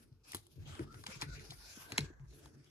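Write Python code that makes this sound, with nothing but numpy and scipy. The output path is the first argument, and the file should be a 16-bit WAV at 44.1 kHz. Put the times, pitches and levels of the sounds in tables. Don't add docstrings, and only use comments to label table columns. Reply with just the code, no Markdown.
import sys
import numpy as np
from scipy import signal
from scipy.fft import rfft, irfft
from scipy.io import wavfile
from scipy.ndimage import uniform_filter1d

SR = 44100
rng = np.random.default_rng(int(sys.argv[2]) if len(sys.argv) > 2 else 0)


def dump_mix(stems):
    frames = np.atleast_2d(stems).T
    limited = np.clip(frames, -1, 1)
    pcm = np.round(limited * 32767).astype(np.int16)
    wavfile.write(sys.argv[1], SR, pcm)


N = 119070


def amp(db):
    return 10 ** (np.asarray(db) / 20)


def unit(x):
    return x / np.sqrt(np.mean(x ** 2))


def curve(table, column):
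    rows = np.array(table)
    return np.interp(np.arange(N) / SR, rows[:, 0], rows[:, column])


def over_hz(table, size):
    rows = np.array(table)
    bins_hz = np.arange(size // 2 + 1) * SR / size
    return np.interp(np.log(bins_hz + 1), np.log(rows[:, 0]), rows[:, 1])


def colour(x, table):
    hz = np.arange(N // 2 + 1) * SR / N
    inside = (hz > table[0][0]) & (hz < table[-1][0])
    return unit(irfft(rfft(x) * amp(over_hz(table, N)) * inside, N))


def ring(x, hz, t60_s):
    radius = np.exp(-np.log(1000) / (t60_s * SR))
    w = 2 * np.pi * hz / SR
    return signal.lfilter([np.sin(w)], [1, -2 * radius * np.cos(w), radius * radius], x)


def band(x, hz, width_hz):
    b, a = signal.iirpeak(hz, hz / width_hz, fs=SR)
    return signal.lfilter(b, a, x)


def walk(rate_hz):
    hold = int(SR / rate_hz)
    steps = np.repeat(rng.standard_normal(N // hold + 1), hold)
    return unit(uniform_filter1d(uniform_filter1d(steps, hold), hold)[:N])


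def pair(make, unlike):
    common = np.sqrt(1 - unlike ** 2) * make()
    return common + unlike * make() * np.array([[1], [-1]])


def add(out, x, start_s, pan_db):
    i = int(start_s * SR)
    x = x[:N - i]
    out[:, i:i + len(x)] += x * amp(np.array([[pan_db], [-pan_db]]) / 2)


GRAINS_PER_S, GRAIN_DB, GRAIN_SPREAD_DB = 700, -9, 2.6


def grainy():
    ticks = (rng.random(N) < GRAINS_PER_S / SR) * amp(GRAIN_SPREAD_DB * rng.exponential(size=N))
    return rng.standard_normal(N) + amp(GRAIN_DB) * unit(ticks * rng.standard_normal(N))


FLICKER_DB, FLICKER_RATE_HZ = 4, 14


def patchy(x):
    spectrum = rfft(x)
    octave = np.log2(np.arange(N // 2 + 1) * SR / N + 1)
    out = 0
    for k in range(25, 43):
        weight = np.clip(1 - 3 * np.abs(octave - k / 3), 0, 1)
        out = out + irfft(spectrum * weight, N) * amp(FLICKER_DB * walk(FLICKER_RATE_HZ))
    return out


# time_s, mid_level_db, low_level_db, treble_level_db (before flicker)
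RUSTLE = [(0, -68.5, -75.5, -76), (.1, -85.5, -89.5, -85), (.235, -91, -91, -98.5), (.25, -76, -74, -78),
          (.33, -60.5, -68.5, -64), (.4, -69, -73, -71.5), (.425, -78.5, -81, -82.5),
          (.53, -75, -87.5, -75.5), (.64, -72.5, -70, -76), (.69, -60.5, -63, -69.5),
          (.82, -66.5, -58.5, -74), (.86, -78, -73.5, -89), (.92, -74.5, -77, -77.5),
          (.95, -66.5, -66.5, -68.5), (1.05, -70.5, -85.5, -73.5), (1.08, -55, -59, -70.5),
          (1.16, -61, -64, -64), (1.18, -63, -71, -73), (1.23, -48, -46.5, -54.5), (1.27, -64.5, -66, -73),
          (1.45, -59, -62.5, -66.5), (1.57, -63.5, -69.5, -65.5), (1.7, -57, -63, -60.5),
          (1.91, -59, -59, -66.5), (1.96, -59.5, -59, -73), (2.05, -61.5, -69, -81),
          (2.15, -84.5, -72.5, -108), (2.26, -86.5, -79.5, -86.5), (2.29, -72.5, -82, -76),
          (2.46, -66, -65, -70.5), (2.52, -80.5, -76, -86), (2.7, -75.5, -87, -78)]
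# freq_hz, relative_db
RUSTLE_LOW_SHAPE = [(450, -1), (650, -4), (800, -4), (1200, -2.5), (1600, -0.5), (2200, -5.5)]
RUSTLE_MID_SHAPE = [(2000, -8), (2500, -1), (3000, -6), (4000, -3.5), (5000, -3), (6500, -5), (8000, -11)]
RUSTLE_TREBLE_SHAPE = [(7800, -9), (9000, 2.5), (10500, 1.5), (12000, -1), (13300, -5), (14200, -24)]
UNLIKE = 0.649
STUTTER_DB, STUTTER_RATE_HZ = 2.2, 70


def rustle():
    out = 0
    for column, shape in enumerate((RUSTLE_MID_SHAPE, RUSTLE_LOW_SHAPE, RUSTLE_TREBLE_SHAPE), 1):
        noise = pair(lambda: colour(grainy(), shape), UNLIKE)
        out = out + noise * amp(curve(RUSTLE, column))
    return patchy(out) * amp(STUTTER_DB * walk(STUTTER_RATE_HZ))


# start_s, length_s, centre_hz, width_hz (per filter pass), level_db (before flicker)
SCRAPES = [(0.232, 0.102, 5250, 2640, -66), (0.27, 0.0176, 10500, 1800, -60.5),
           (0.65, 0.1595, 3120, 900, -64), (1.103, 0.049, 2422, 503, -54), (1.341, 0.056, 2290, 936, -63.5),
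           (1.663, 0.077, 2446, 400, -67), (2.27, 0.2772, 5650, 2215, -79),
           (2.333, 0.063, 11000, 2500, -68.5), (1.113, 0.033, 5310, 1590, -55)]
SCRAPE_EDGE_S, SCRAPE_FLICKER_DB, SCRAPE_FLICKER_RATE_HZ = 0.01544, 2.5, 60


def scrapes():
    out = np.zeros((2, N))
    rub = pair(grainy, UNLIKE)
    flicker = amp(SCRAPE_FLICKER_DB * walk(SCRAPE_FLICKER_RATE_HZ))
    for start_s, length_s, centre_hz, width_hz, level_db in SCRAPES:
        stop_s = start_s + length_s + 4 * SCRAPE_EDGE_S
        span = slice(int(start_s * SR), min(int(stop_s * SR), N))
        t = np.arange(span.stop - span.start) / SR
        fade = np.exp(-np.maximum(t - length_s, 0) / SCRAPE_EDGE_S)
        envelope = np.minimum(t / SCRAPE_EDGE_S, 1) * fade
        noise = unit(band(band(rub[:, span], centre_hz, width_hz), centre_hz, width_hz))
        out[:, span] += noise * envelope * flicker[span] * amp(level_db)
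    return out


# burst_peak_s, peak_db (before the ports), centre_hz, length_s, tilt_db_per_octave
SNAPS = [(0.32, -32, 9800, 0.0027, 14), (0.334, -35, 1920, 0.0039, -26.5),
         (0.3467, -33.5, 1144, 0.001024, -22), (0.3474, -26.5, 11370, 0.000908, 5.5),
         (0.3504, -35, 9400, 0.00436, 4), (0.359, -34.5, 10600, 0.009, 15.5),
         (.369, -37, 9900, 0.0021, 1.5), (0.4678, -47.5, 9200, 0.0043, -0.5),
         (0.753, -37.5, 1090, 0.00299, -5), (0.794, -35, 1510, 0.00263, -14),
         (0.805, -53.5, 1430, 0.008, -15.5), (0.944, -44, 1400, 0.00172, -6.5),
         (1.0388, -40, 1250, 0.00183, 6), (1.0651, -32.5, 2790, 0.001, 4), (1.068, -25, 2510, 0.003, -4.5),
         (1.2146, -28, 4850, 0.00366, -3.5), (1.221, -25, 2570, 0.0022, -3.5),
         (1.2265, -31.5, 1620, 0.00449, -1), (1.396, -40.5, 2050, 0.0065, 3.5),
         (1.508, -34, 3970, 0.0163, 3), (1.522, -38, 743, 0.00646, -2), (1.921, -26, 2150, 0.0023, 7),
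         (1.9787, -23, 6400, 0.002, -3.5), (1.9816, -11, 2116, 0.00147, -1), (1.99, -27, 4130, 0.0027, 9.5),
         (2.007, -33, 4030, 0.00325, -1), (2.197, -58, 1500, 0.0024, -25), (2.459, -45.5, 793, 0.0043, 9),
         (2.645, -54.5, 5500, 0.002, -3)]
# freq_hz, half_width_hz, relative_db
PLASTIC = [(912.6, 127, 10), (2020, 600, -10.5), (3425, 200, 6.5), (4127, 350, 9.5), (5084, 43, 6),
           (6412, 160, 2), (8110, 330, -3.5)]
SNAP_CLICK_DB, SNAP_BODY_DB, SNAP_CRACK_DB = -2, -3.5, -12
SNAP_TAIL_DB, SNAP_TAIL_S = -34.5, 0.00542
SNAP_RELATIVE_WIDTH, SNAP_TOP_HZ = .28, 13270


def snaps():
    out, t = np.zeros((2, N)), np.arange(4096) / SR
    for burst_peak_s, peak_db, centre_hz, length_s, tilt_db in SNAPS:
        chance = rng.standard_normal((3, len(t)))
        envelope = (t / length_s) ** 2 * np.exp(-4 * t / length_s)
        burst = chance[0] * np.abs(chance[1]) * envelope
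        burst[int(length_s / 2 * SR)] = amp(SNAP_CLICK_DB) * np.sqrt(np.sum(burst ** 2))
        tail = chance[2] * np.exp(-t / SNAP_TAIL_S) * np.minimum(t / length_s, 1)
        burst = burst + amp(SNAP_TAIL_DB) * tail
        body = 0
        for hz, half_width_hz, mode_db in PLASTIC:
            tilted_db = mode_db + tilt_db * np.log2(hz / centre_hz)
            body = body + amp(tilted_db) * band(burst, hz, 2 * half_width_hz)
        crack = np.diff(burst, prepend=0) * amp(tilt_db) / np.std(np.diff(burst))
        x = unit(band(burst, centre_hz, SNAP_RELATIVE_WIDTH * centre_hz))
        x = x + amp(SNAP_BODY_DB) * unit(body) + amp(SNAP_CRACK_DB) * crack
        x = signal.sosfilt(signal.butter(6, SNAP_TOP_HZ, fs=SR, output="sos"), x)
        add(out, x / np.abs(x).max() * amp(peak_db), burst_peak_s - length_s / 2, 0)
    return out


# time_s, pitch_hz, level_db
WHISTLE = [(.84, 1180, -77), (.91, 1310, -59.5), (.98, 1400, -65), (1.02, 1420, -93.5), (1.25, 1450, -66.5),
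           (1.345, 1460, -55), (1.38, 1460, -84), (1.57, 1420, -73), (1.64, 1480, -72.5), (1.87, 1554, -64),
           (2.0, 1600, -61), (2.3, 1620, -87)]
WHISTLE_WALK_RATE_HZ = 240


def whistle():
    t = np.arange(N) / SR
    carrier = np.exp(2j * np.pi * np.cumsum(curve(WHISTLE, 1)) / SR)

    def make():
        breath = walk(WHISTLE_WALK_RATE_HZ) + 1j * walk(WHISTLE_WALK_RATE_HZ)
        return unit(np.real(breath * carrier))

    inside = (t > WHISTLE[0][0]) & (t < WHISTLE[-1][0])
    return pair(make, UNLIKE) * amp(curve(WHISTLE, 2)) * inside


# freq_hz, left_lead_rad
PHASE_LEFT = [(20, 5), (430, 1.26), (700, 4.5), (2000, 4.5), (2850, 10.5), (4300, 10), (6400, 18),
              (9000, 16.5), (12900, 9), (16000, 11.5)]
PHASE_RIGHT = [(20, 5.5), (1460, 0.323), (2240, -2.5), (4050, 0), (6300, -7), (8000, -8), (10500, -13),
               (13000, -15), (16000, -20)]
CROSS_S, LEFT_PAN_DB, RIGHT_PAN_DB = 1.57, 2.5, 1.35


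def ports(x):
    on_left = np.clip((CROSS_S - np.arange(N) / SR) * 20 + .5, 0, 1)
    out = 0
    for share, phase, pan_db in ((on_left, PHASE_LEFT, LEFT_PAN_DB), (1 - on_left, PHASE_RIGHT, RIGHT_PAN_DB)):
        port = np.exp(.5j * over_hz(phase, N)) * amp(pan_db / 2)
        out = out + irfft(rfft(x * share) * np.array([port, 1 / port]), N)
    return out


# start_s, peak_db (before pan), upper_modes_relative_db, thud_hz, thud_hold_s
KNOCKS = [(0.114, -48.5, -41, 115.3, 0.012), (0.337, -47, -8, 96.4, 0.0552),
          (0.347, -37, -5.5, 312.5, 0.00534), (0.559, -45, -26.5, 124.5, 0.0156),
          (0.579, -42, -14.5, 93.6, 0.0334), (0.661, -45.5, -8, 141.8, 0.0402),
          (0.692, -48, -12, 81.1, 0.0465), (0.794, -31, -21, 314.8, 0.0156), (0.808, -29.5, -1, 128, 0.013),
          (0.94, -45, -9.5, 120.8, 0.0275), (0.992, -46.5, -9.5, 104, 0.0228),
          (1.084, -45, -14.5, 208.7, 0.0103), (1.157, -47, -32, 140.5, 0.0175),
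          (1.227, -34, -8, 137, 0.00874), (1.263, -40.5, -44, 139.5, 0.0375),
          (1.287, -36.5, -20.5, 50.32, 0.0503), (1.492, -45, -19.5, 139.8, 0.0244),
          (1.517, -48.5, -9.5, 132.1, 0.03), (1.772, -45.5, -6, 241.3, 0.00676),
          (1.925, -36, -3, 113, 0.0145), (1.987, -28.5, -7, 213.7, 0.00445),
          (1.997, -35.5, -31, 141.9, 0.0438), (2.02, -44.5, -37.5, 54.86, 0.052),
          (2.102, -46, -8.5, 309, 0.0073), (2.199, -45, -34, 135.3, 0.0432),
          (2.251, -45, -36, 55.23, 0.0535), (2.431, -54.5, -19.5, 59.7, 0.039),
          (2.454, -52.5, -5, 142.3, 0.0207), (2.547, -51.5, -10.5, 139.7, 0.0656)]
# freq_hz, relative_db, t60_s
TABLE_MODES = [(47.5, 0, 0.53), (89.9, 1.5, 0.31), (140.9, 1.5, 0.31), (230.25, -2, 0.0646),
               (294.8, -2, 0.0797), (362, -0.5, 0.061), (433.85, -3.5, 0.094), (596.5, -11, 0.046),
               (894.6, -21, 0.055)]
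UPPER_HZ, UPPER_DB = 190, 14.5
LOW_PUSH_S, UPPER_PUSH_S, MODE_SPREAD_DB = 0.00473, 0.001853, 2.0
THUD_DB, THUD_RISE_CYCLES, THUD_FADE_CYCLES = 3.5, 0.53, 0.788
TABLE_PAN_DB = 1.5


def knocks():
    out, t = np.zeros((2, N)), np.arange(16384) / SR
    low_push = np.sin(np.pi * np.minimum(t / LOW_PUSH_S, 1)) ** 2
    upper_push = np.sin(np.pi * np.minimum(t / UPPER_PUSH_S, 1)) ** 2
    for start_s, peak_db, hard_db, thud_hz, hold_s in KNOCKS:
        spot_db = MODE_SPREAD_DB * rng.standard_normal(len(TABLE_MODES))
        low, high = 0, 0
        for (hz, mode_db, t60_s), spot in zip(TABLE_MODES, spot_db):
            if hz < UPPER_HZ:
                low = low + amp(mode_db + spot) * ring(low_push, hz, t60_s)
            else:
                high = high + amp(mode_db + spot) * ring(upper_push, hz, t60_s)
        modes = low / np.abs(low).max() + amp(hard_db + UPPER_DB) * high / np.abs(high).max()
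        rise = np.minimum(t * thud_hz / THUD_RISE_CYCLES, 1)
        fade = np.exp(-np.maximum(t - hold_s, 0) * thud_hz / THUD_FADE_CYCLES)
        x = modes + amp(THUD_DB) * rise * fade * np.sin(2 * np.pi * thud_hz * t)
        add(out, x / np.abs(x).max() * amp(peak_db), start_s, TABLE_PAN_DB)
    return out


# time_s, low_modes_db, deepest_mode_db, upper_modes_db (all before DRAG_DB)
DRAG = [(0.0, -71.5, -55, -74), (0.39, -107, -89, -88), (0.62, -54, -87, -71), (0.74, -55, -81, -63.5),
        (0.8, -73.5, -59.5, -59), (1.01, -66.5, -58.5, -69), (1.2, -64, -55.5, -69.5),
        (1.38, -61, -63, -67), (1.47, -71.5, -46, -66.5), (1.6, -75, -58, -75), (1.8, -68.5, -91.5, -73),
        (1.94, -70.5, -73, -65.5), (2.04, -81.5, -72.5, -59.5), (2.13, -92.5, -57, -80.5),
        (2.28, -73, -56, -77), (2.4, -68.5, -67, -65), (2.7, -71.5, -76.5, -79)]
DRAG_DB, DRAG_JUDDER_DB, DRAG_JUDDER_RATE_HZ, DRAG_UNLIKE = -3, 4.5, 16, 0.418


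def drag():
    out = 0
    for hz, mode_db, t60_s in TABLE_MODES:
        if hz < 70:
            level_db = curve(DRAG, 2)
        else:
            level_db = mode_db + curve(DRAG, 1 if hz < UPPER_HZ else 3)
        judder_db = DRAG_JUDDER_DB * walk(DRAG_JUDDER_RATE_HZ)
        noise = pair(lambda: unit(ring(rng.standard_normal(N), hz, t60_s)), DRAG_UNLIKE)
        out = out + noise * amp(level_db + DRAG_DB + judder_db)
    return out


TABLE_LAG_S = 0.000315


def table_ports(x):
    n = np.arange(N)
    lag = np.where(n / SR < CROSS_S, 1, -1) * int(TABLE_LAG_S * SR)
    return np.array([x[0], x[1][np.clip(n - lag, 0, N - 1)]])


ECHO_T60_S, ECHO_DB, ECHO_GAP_S = 0.2295, -17, .004


def echo(near):
    t = np.arange(int(.5 * SR)) / SR
    tail = rng.standard_normal((2, len(t))) * np.exp(-np.log(1000) * t / ECHO_T60_S) * (t > ECHO_GAP_S)
    tail = tail / np.sqrt((tail ** 2).sum(1, keepdims=True))
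    return amp(ECHO_DB) * signal.fftconvolve(near, tail, axes=1)[:, :N]


# freq_hz, relative_db
ROOM_SHAPE = [(30, 13), (132, 8.5), (281, -6), (662, -20), (1440, -16.5), (2250, -42), (10700, -33),
              (15000, -34)]
ROOM_DB, ROOM_UNLIKE = -70, 0.11


def room():
    return pair(lambda: colour(rng.standard_normal(N), ROOM_SHAPE), ROOM_UNLIKE) * amp(ROOM_DB)


def scene():
    hands = rustle() + scrapes() + snaps() + whistle()
    near = ports(hands) + table_ports(knocks() + drag())
    return near + echo(near) + room()


BASS_CUT_HZ, TOP_HZ = 58.4, 16300


def record(dry):
    x = signal.sosfilt(signal.butter(4, BASS_CUT_HZ, "high", fs=SR, output="sos"), dry)
    return signal.sosfilt(signal.ellip(10, .2, 80, TOP_HZ, fs=SR, output="sos"), x)


dry = scene()
out = record(dry)
dump_mix(out)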